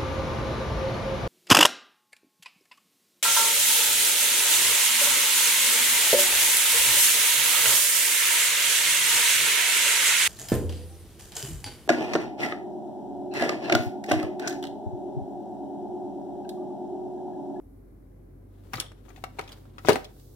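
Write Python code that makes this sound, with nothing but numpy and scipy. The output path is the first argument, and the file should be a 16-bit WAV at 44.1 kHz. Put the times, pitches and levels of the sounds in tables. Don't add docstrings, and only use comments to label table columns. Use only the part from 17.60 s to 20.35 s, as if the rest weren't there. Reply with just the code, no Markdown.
import sys
import numpy as np
from scipy import signal
from scipy.fft import rfft, irfft
from scipy.io import wavfile
from scipy.ndimage import uniform_filter1d

SR = 44100
rng = np.random.default_rng(int(sys.argv[2]) if len(sys.argv) > 2 else 0)


def convert_level_to_amplitude(level_db):
    exponent = np.asarray(level_db, float) / 20
    return 10 ** exponent


def dump_mix(stems):
    frames = np.atleast_2d(stems).T
    limited = np.clip(frames, -1, 1)
    pcm = np.round(limited * 32767).astype(np.int16)
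    wavfile.write(sys.argv[1], SR, pcm)


N = 121275


def level(x, db):
    return x * convert_level_to_amplitude(db) / np.sqrt(np.mean(x ** 2))


def walk(rate_hz):
    k = int(SR / rate_hz)
    steps = np.repeat(rng.standard_normal(N // k + 1), k)
    return 1.9 * uniform_filter1d(uniform_filter1d(steps, k), k)[:N]


def colour(x, points):
    octaves = np.log2(np.fft.rfftfreq(N, 1 / SR) + 1)
    hz, db = np.array(points).T
    point_octaves = np.log2(hz)
    gain_db = np.interp(octaves, point_octaves, db)
    gain_db = gain_db - 18 * np.maximum(point_octaves[0] - octaves, 0)
    return irfft(rfft(x) * convert_level_to_amplitude(gain_db), N)


# pitch in Hz, level in dB rms, unsteadiness (0 is steady).
HUM_TONES = [(46.8, -52.5, 0.028), (95.7, -56.5, 0.11), (129, -62.5, 0.24)]
# time in seconds, change of the overtones in dB.
HUM_LOAD = [(0, -9), (.5, -1.5), (.9, 2), (1.9, 4), (2.75, -3)]


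def machine_hum(t):
    load_db = np.interp(t, *np.array(HUM_LOAD).T)
    hum = 0
    for hz, db, unsteady in HUM_TONES:
        tone_db = db + 12 * unsteady * walk(4.7)
        if hz > HUM_TONES[0][0]:
            tone_db = tone_db + load_db
        phase = 2 * np.pi * hz * t + 3 * unsteady * walk(14)
        hum = hum + np.sqrt(2) * convert_level_to_amplitude(tone_db) * np.sin(phase)
    return hum * np.array([[1.03], [.97]])


# frequency in Hz, level in dB per Hz.
AIR_COLOUR = [(30, -34), (75, -1), (160, -9), (290, -5), (450, -14.5), (900, -30), (2000, -41),
              (5000, -64.5)]


def room_noise():
    alike_hz = 540
    air = 0
    for hz in 35 * 2 ** np.arange(0, 8, .5):
        band = signal.butter(2, [hz / 1.188, hz * 1.125], "band", fs=SR, output="sos")
        mid, side = signal.sosfilt(band, colour(rng.standard_normal((2, N)), AIR_COLOUR))
        difference = np.clip(hz / alike_hz, .08, 1) * side * np.array([[1], [-1]])
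        air = air + convert_level_to_amplitude(0.96 * walk(5.81)) * (mid + difference)
    return level(air, -53)


# frequency in Hz, level in dB per Hz.
HISS_COLOUR = [(3000, -20), (6500, -24), (9000, 3.5), (12000, 9), (15000, 0), (16500, -26)]


def microphone_hiss():
    return level(colour(rng.standard_normal((2, N)), HISS_COLOUR), -80) * convert_level_to_amplitude(.8 * walk(3))


# time in seconds, rub level in dB, share of sleeve from 0 to 1,
# left minus right level of the case in dB.
HANDLING = [(.88, -78.5, 1, 7), (.955, -69, 0.23, 6), (1.12, -59.5, 0.3, 8.5), (1.18, -45.5, .2, 2),
            (1.3, -69.5, 0.03, 4), (1.42, -74.5, .25, 16), (1.5, -62.5, 0.22, 10.5), (1.62, -60.5, 0.4, 7),
            (1.72, -65.5, 0.37, 1.5), (1.8, -53.5, 0.04, 6), (1.92, -55.5, 0.02, 0), (1.99, -61, 0.5, 1),
            (2.13, -69, 0.32, 0), (2.26, -50.5, 0.38, 9.5), (2.36, -49, 0.74, 5), (2.47, -62, .3, 0.5),
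            (2.6, -58.5, 0.84, -0.5), (2.75, -62.5, 1, -4)]
# frequency in Hz, level in dB per Hz.
FINGER_COLOUR = [(400, -2.5), (900, -2.5), (1600, -9.5), (2500, -13), (3500, -12), (5000, -19),
                 (16000, -25)]
# frequency in Hz, level in dB per Hz.
SLEEVE_COLOUR = [(3800, -1), (9000, -2), (16000, 2)]


def rubbing(t):
    s, rub_db, sleeve_share, pan_db = np.array(HANDLING).T
    grit_per_s, grit_spread_db, grit_db = 2000, 2.5, -6.5
    grains = rng.random(N) < grit_per_s / SR
    grit = grains * convert_level_to_amplitude(grit_spread_db * rng.exponential(size=N)) * rng.standard_normal(N)
    grit = level(signal.lfilter([1], [1, -.6], grit), grit_db)
    friction = rng.standard_normal((2, N))
    drag_db = 1.2 * walk(25) + 1.5 * walk(90)
    fingers = level(colour(friction + grit, FINGER_COLOUR), 0) * convert_level_to_amplitude(drag_db)
    sleeve = level(colour(friction, SLEEVE_COLOUR), 0)
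    share = np.clip(np.interp(t, s, sleeve_share), 0, 1)
    rub = (1 - share) * fingers + share * sleeve
    pan = np.interp(t, s, pan_db) * np.array([[.5], [-.5]])
    return rub * convert_level_to_amplitude(np.interp(t, s, rub_db) + pan)


def contact_push(f, contact_ms):
    ratio = f * contact_ms / 500
    return ratio / (1 + ratio ** 2)


def ringing(modes, contact_ms, spot_hz, pan_db, t):
    scatter_db, detune, far_port_rad, shadow_hz = 3.5, 0.015, 1, 320
    spot_db, spot_octaves = 8, 0.24
    hz, db, t60 = np.array(modes).T[:, :, None]
    chance = rng.standard_normal((4, len(modes), 1))
    favour_db = spot_db * np.exp(-(np.log2(hz / spot_hz) / spot_octaves) ** 2)
    strength = convert_level_to_amplitude(db + scatter_db * chance[0] + favour_db) * contact_push(hz, contact_ms) ** 6.7
    fading = strength * np.exp(-np.log(1000) * t / t60)
    phase = 2 * np.pi * hz * (1 + detune * chance[1]) * t
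    near = fading * np.sin(phase)
    far_gain = convert_level_to_amplitude(scatter_db * chance[2] - pan_db * np.minimum(hz / shadow_hz, 1))
    far_phase = phase + far_port_rad * chance[3] * np.minimum(hz / 800, 1.5)
    far = fading * far_gain * np.sin(far_phase)
    ring = np.array([near.sum(0), far.sum(0)])
    return ring / np.abs(ring[0]).max()


def strikes(events, modes, crack_db):
    crack_s, rattle_s, rattle_db = .003, 0.013, -12.5
    port_lag_s, bass_cut_hz = .00008, 110
    size = 4096
    out, t = np.zeros((2, N + SR)), np.arange(int(.25 * SR)) / SR
    start_t = t[:size]
    crack_hz = np.fft.rfftfreq(size, 1 / SR)
    crack_fade = np.exp(-start_t / crack_s) + convert_level_to_amplitude(rattle_db) * np.exp(-start_t / rattle_s)
    pan_curve = np.array(HANDLING)
    for s, peak_db, contact_ms, chatter_ms, spot_hz in events:
        pan_db = np.interp(s, pan_curve[:, 0], pan_curve[:, 3])
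        sound = ringing(modes, contact_ms, spot_hz, pan_db, t)
        noise = rng.standard_normal((4, size))
        crack = noise[0] + 1.9 * noise[1:3]
        crack = irfft(rfft(crack) * contact_push(crack_hz, contact_ms) ** 1.94)
        sound[:, :size] += level(crack, crack_db) * convert_level_to_amplitude(np.array([[0], [-pan_db]])) * crack_fade
        chatter_fade = np.exp(-start_t * 1000 / chatter_ms)
        push = 0.28 * noise[3] ** 3 / np.sqrt(15 + chatter_ms * 4) * chatter_fade
        push[0] = -1
        y = signal.fftconvolve(sound, push[None])
        y *= convert_level_to_amplitude(peak_db + pan_db / 2) / np.abs(y[0]).max()
        for port in range(2):
            i = int((s + port * port_lag_s) * SR)
            out[port, i:i + y.shape[1]] += y[port]
    return signal.lfilter(*signal.butter(2, bass_cut_hz, "high", fs=SR), out[:, :N])


# pitch in Hz, level in dB, time to fade by 60 dB in seconds.
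SHELL_MODES = [(430, -5, .06), (614, -20, .06), (764, 4, 0.034), (934, -7, 0.02), (1174, -3, 0.037),
               (1295, -4.5, 0.05), (1470, 1, 0.021), (1560, -12, .025), (1953, -3.5, 0.044),
               (2164, 1.5, .025), (2490, -4, 0.013), (3000, 0, 0.018), (3750, -2, .012)]
# start in seconds, peak level in dB, contact length in ms,
# chatter length in ms, pitch in Hz favoured by the spot struck.
SHELL_KNOCKS = [(1.134, -24, 0.45, 1.1, 1500), (1.139, -22, 0.35, 0.75, 1200),
                (1.144, -30.5, 0.54, 1.7, 1200), (1.153, -29.5, 0.18, 2.6, 3700),
                (1.181, -29, 0.43, 2.5, 1520), (1.21, -34, 0.49, 5, 1460), (1.318, -40.5, 0.28, 0.36, 3000),
                (1.483, -45, 0.52, 9, 1190), (1.503, -42, 0.82, 4.1, 1190), (1.561, -42.5, 0.3, 2, 2300),
                (1.575, -44, 0.54, 6, 800), (1.624, -56, 0.23, 1.6, 2200), (1.6392, -21.5, 0.44, 0.31, 764),
                (1.7873, -25, 0.52, 3, 1160), (1.7915, -23, 0.25, 0.66, 1860),
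                (1.795, -23, 0.63, 0.74, 1220), (1.8, -33, 0.48, 0.82, 764), (1.811, -33, 0.19, 2.3, 3700),
                (2.0545, -47, 0.84, 1.8, 1300), (2.1824, -28.5, 0.36, 2, 880),
                (2.189, -37.5, 0.49, 2.5, 2500), (2.2482, -26, 0.57, 2.6, 764),
                (2.272, -26, 0.36, 14, 2500), (2.2857, -9, 0.71, 0.59, 764), (2.291, -12, 0.26, 8, 2230),
                (2.301, -18.5, .4, 8, 1160), (2.3568, -17.5, 0.33, 0.88, 2230),
                (2.3585, -18.5, 0.86, 0.37, 740), (2.368, -36, 0.96, 3, 614), (2.565, -54, 0.46, 3, 800)]


def shell_knocks():
    return strikes(SHELL_KNOCKS, SHELL_MODES, -10)


# pitch in Hz, level in dB, time to fade by 60 dB in seconds.
TRINKET_MODES = [(2470, -18, 0.008), (2950, -4, .012), (3320, -2, 0.014), (3764, 0, 0.015),
                 (4160, -4, 0.02), (4560, -3, 0.025), (4800, -2, .025), (5300, -4, 0.02), (5720, -1, 0.025),
                 (6450, -5, 0.018), (8600, -8, .012), (10200, -15, .01)]
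# start in seconds, peak level in dB, contact length in ms,
# chatter length in ms, pitch in Hz favoured by the spot struck.
TRINKET_TICKS = [(1.134, -30.5, 0.036, 6, 5400), (1.157, -33, 0.1, 4.1, 4600),
                 (1.171, -30, 0.21, 2.5, 5500), (1.195, -36, 0.23, 3, 4600), (1.2002, -14.5, 0.1, 1, 5400),
                 (1.209, -28, 0.28, 5, 5500), (1.221, -38, 0.29, 6, 4600), (1.24, -49, 0.27, 14, 4600),
                 (1.49, -49, 0.088, 9, 6400), (1.565, -51, 0.13, 3, 4340), (1.838, -45.5, 0.21, 8, 3700),
                 (1.877, -38.5, 0.24, 4, 4600), (1.891, -40, 0.22, 5, 2950),
                 (1.9195, -32.5, 0.16, 1.5, 4500), (1.927, -39, 0.17, 3, 4600),
                 (2.257, -34.5, 0.1, 8, 5500), (2.288, -21, 0.08, 8, 4600), (2.321, -22, 0.23, 4, 3680),
                 (2.33, -23, 0.13, 4, 4600), (2.341, -33, 0.21, 4, 4100), (2.36, -28, 0.2, 4, 3680),
                 (2.393, -42.5, 0.22, 3.4, 6400), (2.444, -37, 0.12, 4, 5470),
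                 (2.597, -47.5, 0.12, 4, 3770), (1.6394, -29, 0.16, 0.53, 3040)]


def trinket_ticks():
    return strikes(TRINKET_TICKS, TRINKET_MODES, -11)


# pitch in Hz, level in dB, time to fade by 60 dB in seconds.
SHELF_MODES = [(86, -9.5, 0.2), (118.7, -8, .15), (162.8, -8, 0.18), (212, -22, .1), (263, -18, 0.22),
               (326.3, -2, 0.12), (367, -16.5, .06), (426, 5.5, 0.041), (502, -16.5, 0.082),
               (591.7, -3, 0.074), (641, -2.5, 0.036), (700, -4, .05), (770, -12, .04), (823, -14.5, .05)]
# start in seconds, peak level in dB, contact length in ms,
# chatter length in ms, pitch in Hz favoured by the spot struck.
SHELF_THUDS = [(1.142, -29.5, 3.2, 4.5, 320), (1.16, -35, 4.1, 2.4, 120), (1.182, -37, 2.7, 6.3, 200),
               (1.24, -41.5, 1.74, 3.1, 150), (1.318, -41, 0.9, .5, 397), (1.7915, -26.5, 1.8, 0.88, 413),
               (1.812, -37, 3, 2.2, 280), (2.249, -31.5, 2, 5.2, 300), (2.2855, -4, 1.11, 0.56, 650),
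               (2.2926, -4, 1.27, 1.7, 419), (2.307, -14.5, 1.2, 2.4, 565), (2.321, -18, 2.54, 8.3, 430),
               (2.333, -28.5, 3.8, 3, 450), (2.366, -29.5, 1.1, 2.7, 300)]


def shelf_thuds():
    return strikes(SHELF_THUDS, SHELF_MODES, -12)


# pitch in Hz, level in dB, time to fade by 60 dB in seconds.
STUD_MODES = [(3250, -3, .025), (3380, 0, .04), (3540, -2, .035), (3710, -9, .03)]
# start in seconds, peak level in dB, contact length in ms,
# chatter length in ms, pitch in Hz favoured by the spot struck.
STUD_JINGLES = [
    (1.2005, -22, .15, 1.5, 3320),
    (1.222, -40, .15, 6, 3500),
    (1.243, -44, .15, 8, 3350),
    (1.264, -46, .15, 5.3, 3350),
    (1.284, -47.5, .15, 8, 3400),
    (1.3, -48, .15, 5, 3350),
    (2.265, -36.5, .15, 3.2, 3500),
    (2.45, -36, .15, 4, 3230),
    (2.47, -60, .15, 6.9, 3600),
]


def stud_jingles():
    return strikes(STUD_JINGLES, STUD_MODES, -25)


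def room(x):
    t60_s, tail_db, top_hz, gap_s = 0.31, -14, 5300, 0.0034
    t = np.arange(int(.5 * SR)) / SR
    tail = rng.standard_normal((2, len(t))) * np.exp(-np.log(1000) * t / t60_s)
    tail = tail * np.clip(t / gap_s - 1, 0, 1)
    tail = signal.lfilter(*signal.butter(1, top_hz, fs=SR), tail)
    tail = tail * convert_level_to_amplitude(tail_db) / np.sqrt((tail ** 2).sum(1, keepdims=True))
    return signal.fftconvolve(x.mean(0)[None], tail)[:, :N]


def scene():
    t = np.arange(N) / SR
    background = machine_hum(t) + room_noise() + microphone_hiss()
    rub = rubbing(t)
    hits = shelf_thuds() + shell_knocks() + trinket_ticks() + stud_jingles()
    close = hits + rub
    return close + room(close) + background


def low_pass(x):
    return signal.sosfilt(signal.butter(12, 16650, fs=SR, output="sos"), x)


def record(dry):
    squash, top_hz = 1.02, 15900
    rounded = np.tanh(dry * squash) / squash
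    top_cut = signal.ellip(8, .2, 70, top_hz, fs=SR, output="sos")
    mix = signal.sosfilt(top_cut, rounded)
    return low_pass(mix)


dry = scene()
out = record(dry)
dump_mix(out)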